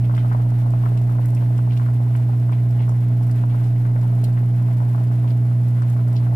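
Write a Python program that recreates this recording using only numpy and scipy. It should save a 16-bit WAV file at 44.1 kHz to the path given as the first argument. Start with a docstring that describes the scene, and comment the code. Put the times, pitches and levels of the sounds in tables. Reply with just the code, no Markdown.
"""Kitchen, a stereo pair just above the rim of a steel pot of bone broth on an induction hob. From the start
the coil makes the pot base hum at twice the mains frequency over the cooling fan's rush. Bubbles plop thickly
in the first second; foam fizzes and spits, and a plastic spoon scrapes faintly between the bones. The simmer
eases until 3.4 s, swells as the spoon splashes into the broth at 4.2 s, and swells once more at the end, just
after 6 s."""
import sys
import numpy as np
from scipy import signal
from scipy.fft import rfft, irfft
from scipy.io import wavfile

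SR = 44100
rng = np.random.default_rng(int(sys.argv[2]) if len(sys.argv) > 2 else 0)


def log_audio(samples):
    """Write samples as a 16-bit WAV file to the path given in sys.argv[1]."""
    # one column per channel
    frames = np.atleast_2d(samples).T
    # limit to full scale, then quantise
    limited = np.clip(frames, -1, 1)
    pcm = np.round(limited * 32767).astype(np.int16)
    wavfile.write(sys.argv[1], SR, pcm)


N = 280035
TIME = np.arange(N) / SR
FREQS = np.maximum(np.fft.rfftfreq(N, 1 / SR), 1)


def hum(mains_hz=59.98, sway_db=.1, waver_db=0.97):
    """Magnetic pull shakes the pot base evenly, twice a cycle; weaker lines waver as the broth moves."""
    # lines of the hum: (nominal frequency [Hz], level [dB], left minus right [dB])
    lines = [(60, -42.5, -0.5), (100, -50, -0.5), (120, -16, -1), (140, -54, -2.8), (180, -36.5, 3),
             (220, -59.5, 3.5), (240, -40.5, -3.5), (260, -48, 0.5), (280, -57.5, -4), (300, -42.5, -4),
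             (360, -58.5, 12), (380, -65, -0.5), (400, -54.5, -3.5), (420, -61, -12.5), (480, -61.5, -4.5),
             (600, -77, -8.5), (640, -67, -10), (660, -61.5, -3.5), (680, -65.5, -2.5), (720, -61.5, -1.2),
             (2270, -78.5, 0)]
    out = np.zeros((2, N))
    for hz, db, pan_db in lines:
        order = np.round(3 * hz / mains_hz) / 3  # every line sits on a third of the mains frequency
        depth_db = sway_db if order == 2 else waver_db
        tone = np.sqrt(2) * np.sin(2 * np.pi * (order * mains_hz * TIME + rng.random()))
        pan = undb(np.array([[pan_db], [-pan_db]]) / 2)
        out += tone * undb(db + depth_db * walk(1.6)) * pan
    return out


def plops(cycles=0.34, gulp_db=-11, gulp_delay_s=.006, gulp_ratio=.72):
    """Bubbles burst crisply, close to the rim; the broth closes over each with a softer, lower gulp."""
    # the biggest bubbles: (time [s], level [dB], pitch [Hz])
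    big_bubbles = [(0.111, -27, 1080), (0.179, -21, 1250), (0.247, -23, 925), (0.315, -23, 900),
                   (0.348, -17.5, 790), (0.737, -20, 820), (0.837, -22.5, 920), (0.863, -20, 937),
                   (1.094, -25, 1016), (1.153, -26, 790), (1.424, -24, 704), (1.675, -25.5, 750),
                   (1.798, -22, 1100), (2.152, -23, 1420), (2.294, -25.5, 770), (2.494, -24, 1030),
                   (2.524, -24, 830), (2.894, -23.5, 810), (3.438, -20.5, 896), (3.963, -24.5, 1294),
                   (4.376, -27, 1050), (4.948, -23.5, 985), (5.244, -25.5, 796), (5.821, -22.5, 1165),
                   (6.268, -26.5, 950)]
    out = np.zeros((2, N))
    for s, db, hz in list(big_bubbles) + by_chance(per_second=7, db=-26.5, hz=820):
        ring, lag = rng.uniform(.6, 1.4, 2)
        burst = undb(db) * bubble(hz, cycles * ring, rise=0.95)
        gulp = undb(db + gulp_db) * bubble(hz * gulp_ratio, cycles)
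        add(out, s - .5 / hz, pot(burst, ring_t60=.055, ring_db=-7))
        add(out, s + gulp_delay_s * lag, pot(gulp))
    return out


def simmer(per_second=170, spots=5, centre_hz=850, octaves=.65, cycles=0.94, trim_db=-3, surge_db=2.8):
    """Small bubbles rise in flurries at a few spots of the pot; higher ones are smaller and quieter."""
    # how hard the broth boils: (time [s], relative level [dB])
    boil = [(0, -58), (.3, -45.5), (.9, -49.5), (1.4, -51), (2.6, -52), (3.4, -54.5), (4.2, -47),
            (5.0, -50.5), (5.7, -51), (6.3, -46)]
    out = np.zeros((2, N))
    for _ in range(spots):
        spot = np.zeros(N)
        for when, pitch, size, ring in rng.random((int(per_second * N / SR / spots), 4)):
            ratio = 2 ** (octaves * np.clip(np.log(pitch / (1 - pitch)) / 2, -1, 3))
            gain = undb(4 * min(-np.log(size), 2)) / np.sqrt(max(ratio, 1))
            add(spot, when * N / SR, gain * bubble(centre_hz * ratio, cycles * (1 / 2 + ring)))
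        add(out, 0, pot(spot))
    level_db = np.interp(TIME, *np.transpose(boil)) + trim_db + surge_db * walk(17)
    return out / out.std() * undb(level_db)


def spits(attack_s=0.0021, decay_s=0.0017, trim_db=-2):
    """Foam collapses and droplets land in short bright bursts, a few sharp and many slight."""
    # the sharpest spits, with the spoon's splash into the broth at 4.24 s: (time [s], relative level [dB], band
    # centre [Hz])
    sharp = [(0.168, -43, 7450), (0.33, -43, 5750), (1.259, -40.5, 9500), (1.351, -38.5, 7170),
             (1.581, -43.5, 6800), (1.776, -43, 6300), (2.164, -41.5, 9200), (2.894, -40, 6750),
             (3.314, -38, 7100), (4.243, -31.5, 9060), (5.823, -43, 5600), (5.901, -41, 9000)]
    out = np.zeros((2, N))
    t = np.arange(-SR // 50, SR // 25) / SR
    envelope = np.exp(np.where(t < 0, t / attack_s, -t / decay_s))
    for s, db, hz in list(sharp) + by_chance(per_second=3, db=-48, hz=7000):
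        add(out, s + t[0], pot(undb(db + trim_db) * crackle(envelope, hz, spread=0.54, grit_db=4)))
    return out


def spoon(touch_s=.028, trim_db=-3.5):
    """The plastic edge sticks and slips along bone and steel; each stroke bites quickly and eases off."""
    # firm strokes: (start [s], length [s], relative level [dB], band centre [Hz])
    strokes = [(0.145, 0.021, -44.5, 3130), (0.177, 0.039, -42.5, 2740), (.295, 0.065, -45, 1720),
               (0.856, 0.016, -39, 1580), (.972, 0.017, -44.5, 2900), (1.767, 0.015, -40.5, 2900),
               (2.147, 0.021, -44.5, 2400), (2.52, 0.036, -44.5, 2500), (2.79, 0.095, -46.5, 2480),
               (4.238, 0.017, -38, 3570), (4.368, 0.031, -44, 1690), (5.298, .025, -46, 3470),
               (6.157, 0.037, -42, 3680)]
    touches = [(s, touch_s, db, hz) for s, db, hz in by_chance(per_second=2, db=-48.5, hz=2280)]
    out = np.zeros((2, N))
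    for s, length, db, hz in list(strokes) + touches:
        pressure = np.sin(np.pi * np.linspace(0, 1, int(length * SR)) ** 0.41)
        add(out, s, pot(undb(db + trim_db) * crackle(pressure, hz, spread=0.32, grit_db=9)))
    return out


def foam(per_second=900, level_db=-59.5, flicker_db=1.0, low_cut_hz=2200):
    """Fine foam bursts as a fizz of tiny clicks of uneven size."""
    clicks = (rng.random(N) < per_second / SR) * rng.standard_normal(N)
    clicks *= undb(4 * np.minimum(rng.exponential(size=N), 3))
    fizz = signal.sosfilt(signal.butter(1, low_cut_hz, "high", fs=SR, output="sos"), clicks)
    return pot(fizz / fizz.std() * undb(level_db + flicker_db * walk(27)))[:, :N]


def surface_hiss(flicker_db=1.4):
    """The simmering surface hisses softly, wide across the pair."""
    # spectrum of the hiss: (frequency [Hz], density [dB per Hz])
    spectrum = [(200, -89.5), (500, -84), (1000, -87.5), (1800, -87), (2600, -90), (3500, -94.5),
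                (5000, -100), (7000, -101), (12000, -100), (15500, -102)]
    return air(colour(spectrum), likeness=0.029) * undb(flicker_db * walk(24))


def fan():
    """Under the pot, cooling air rushes through the hob and stirs the resonances of its housing."""
    # the low rush: (frequency [Hz], density [dB per Hz])
    rush = [(20, -84), (42, -73.5), (90, -64.5), (122, -60.5), (160, -64.5), (215, -62.5), (285, -69),
            (325, -74.5), (400, -72), (520, -82.5), (900, -91.5), (3000, -115)]
    # resonances of the housing: (frequency [Hz], width [Hz], density [dB per Hz])
    modes = [(599, 41, -74), (660, 84, -73), (823, 78, -76), (1030, 61, -81), (1970, 130, -91.5),
             (2320, 29, -89)]
    housing = np.sqrt(sum(abs(undb(db) * resonance(hz, width) ** 2) ** 2 for hz, width, db in modes))
    return air(colour(rush), likeness=.93) + air(housing, likeness=0.63)


def pot(x, ring_t60=0.092, ring_db=-6, room_t60=0.33, room_db=-12, far_db=-3, lag_samples=17):
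    """Sound reaches the left microphone first, rattles between the pot walls and dies in the kitchen."""
    t = np.arange(SR // 3) / SR
    response = np.zeros((2, len(t)))
    for t60, db in (ring_t60, ring_db), (room_t60, room_db):
        # every spot in the pot has its own pattern of echoes
        tail = rng.standard_normal(response.shape) * np.exp(-np.log(1000) * t / t60) * (t > .0012)
        response += undb(db) * tail / np.linalg.norm(tail, axis=1, keepdims=True)
    response[0, 0] += 1
    response[1, lag_samples] += undb(far_db)
    return signal.fftconvolve(x[None], response, axes=1)


def cavity(x):
    """The air between broth and rim resonates and colours the sounds inside the pot."""
    # air resonances: (frequency [Hz], width [Hz], gain [dB])
    modes = [(674, 130, -12), (856, 25, -8.5), (1000, 78, -9), (1330, 36, -13.5), (1470, 200, -9),
             (2040, 66, -4.5), (2900, 95, -18.5)]
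    return shape(x, 1 + sum(undb(db) * resonance(hz, width) for hz, width, db in modes))


def bubble(hz, cycles, rise=0.7, glide=0.044):
    """A bubble opens and its cavity swings briefly, rising in pitch; attack and decay count in cycles."""
    turn = np.arange(int(SR / hz * (rise + 6 * cycles))) * hz / SR
    attack = np.sin(np.pi / 2 * np.minimum(turn / rise, 1)) ** 2
    decay = np.exp(-np.maximum(turn - rise, 0) / cycles)
    return -np.sin(2 * np.pi * turn * (1 + glide * (np.minimum(turn, 3) - 2))) * attack * decay


def crackle(envelope, hz, spread, grit_db):
    """A cluster of tiny clicks of uneven size in a band round hz, under an envelope."""
    size = len(envelope)
    clicks = rng.standard_normal(size) * undb(grit_db * np.minimum(rng.exponential(size=size), 5))
    edges = np.minimum([hz / (1 + spread), hz * (1 + spread)], [SR / 3, SR * 4 / 9])
    band = signal.sosfilt(signal.butter(2, edges, "band", fs=SR, output="sos"), clicks)
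    return envelope * band / band.std()


def by_chance(per_second, db, hz, scatter_db=1.5, scatter_octaves=0.68, calm_db_per_s=1.05):
    """Lesser events, weakening as the stirring settles the broth: (time [s], level [dB], pitch [Hz])."""
    when, size, pitch = rng.random((int(per_second * N / SR), 3)).T
    s = when * N / SR
    levels = db + scatter_db * (2 * size - 1) - calm_db_per_s * (s - TIME.mean())
    return list(zip(s, levels, hz * 2 ** (scatter_octaves * (2 * pitch - 1))))


def air(response, likeness):
    """Stereo noise with the given density per Hz; likeness 1 is the same in both channels."""
    mid, side = rng.standard_normal((2, N)) * np.sqrt(SR / 4)
    noise = np.sqrt(1 + likeness) * mid + np.sqrt(1 - likeness) * side * np.array([[1], [-1]])
    return shape(noise, response)


def walk(rate_hz):
    """Smooth random drift with a spread of 1."""
    drift = shape(rng.standard_normal(N), np.exp(-(FREQS / rate_hz) ** 2))
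    return drift / drift.std()


def undb(db):
    """Decibels to gain."""
    return 10 ** (np.asarray(db) / 20)


def colour(points):
    """Gain at every frequency from points (frequency [Hz], level [dB])."""
    hz, db = np.transpose(points)
    return undb(np.interp(np.log(FREQS), np.log(hz), db))


def resonance(hz, width_hz):
    """Response of one resonance, gain 1 at its centre."""
    return 1 / (1 + 1j * (FREQS ** 2 - hz ** 2) / (FREQS * width_hz))


def shape(x, response):
    """Filter a sound by a frequency response."""
    return irfft(rfft(x) * response, N)


def add(track, s, sound):
    """Mix a sound into a track at time s."""
    start = int(np.clip(s * SR, 0, N - 1))
    track[..., start:start + sound.shape[-1]] += sound[..., :N - start]


def scene():
    """At the rim: the hob from below, broth and spoon through the air of the pot."""
    hiss = surface_hiss()
    hob = hum() + fan()
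    return hob + cavity(hiss + simmer() + plops() + foam() + spits() + spoon())


def record(dry, top_hz=15500):
    """Each microphone port colours the sound in its own way; the top is cut."""
    # response of the two ports: (frequency [Hz], left gain [dB], right gain [dB])
    ports = [(386, -0.5, 0), (630, 2.5, 3.5), (1200, 3.5, 0.5), (2400, -0.5, 0), (4370, 1, 0),
             (7630, -2, -3.5), (8770, 3.5, -4), (10000, -1, -7), (12000, 3.5, -2.5), (15100, 0.5, -8.5)]
    left, right = colour(np.array(ports)[:, [0, 1]]), colour(np.array(ports)[:, [0, 2]])
    heard = shape(dry, np.array([left, right]))
    return signal.sosfilt(signal.ellip(10, .1, 80, top_hz, fs=SR, output="sos"), heard)


dry = scene()
out = record(dry)
log_audio(out)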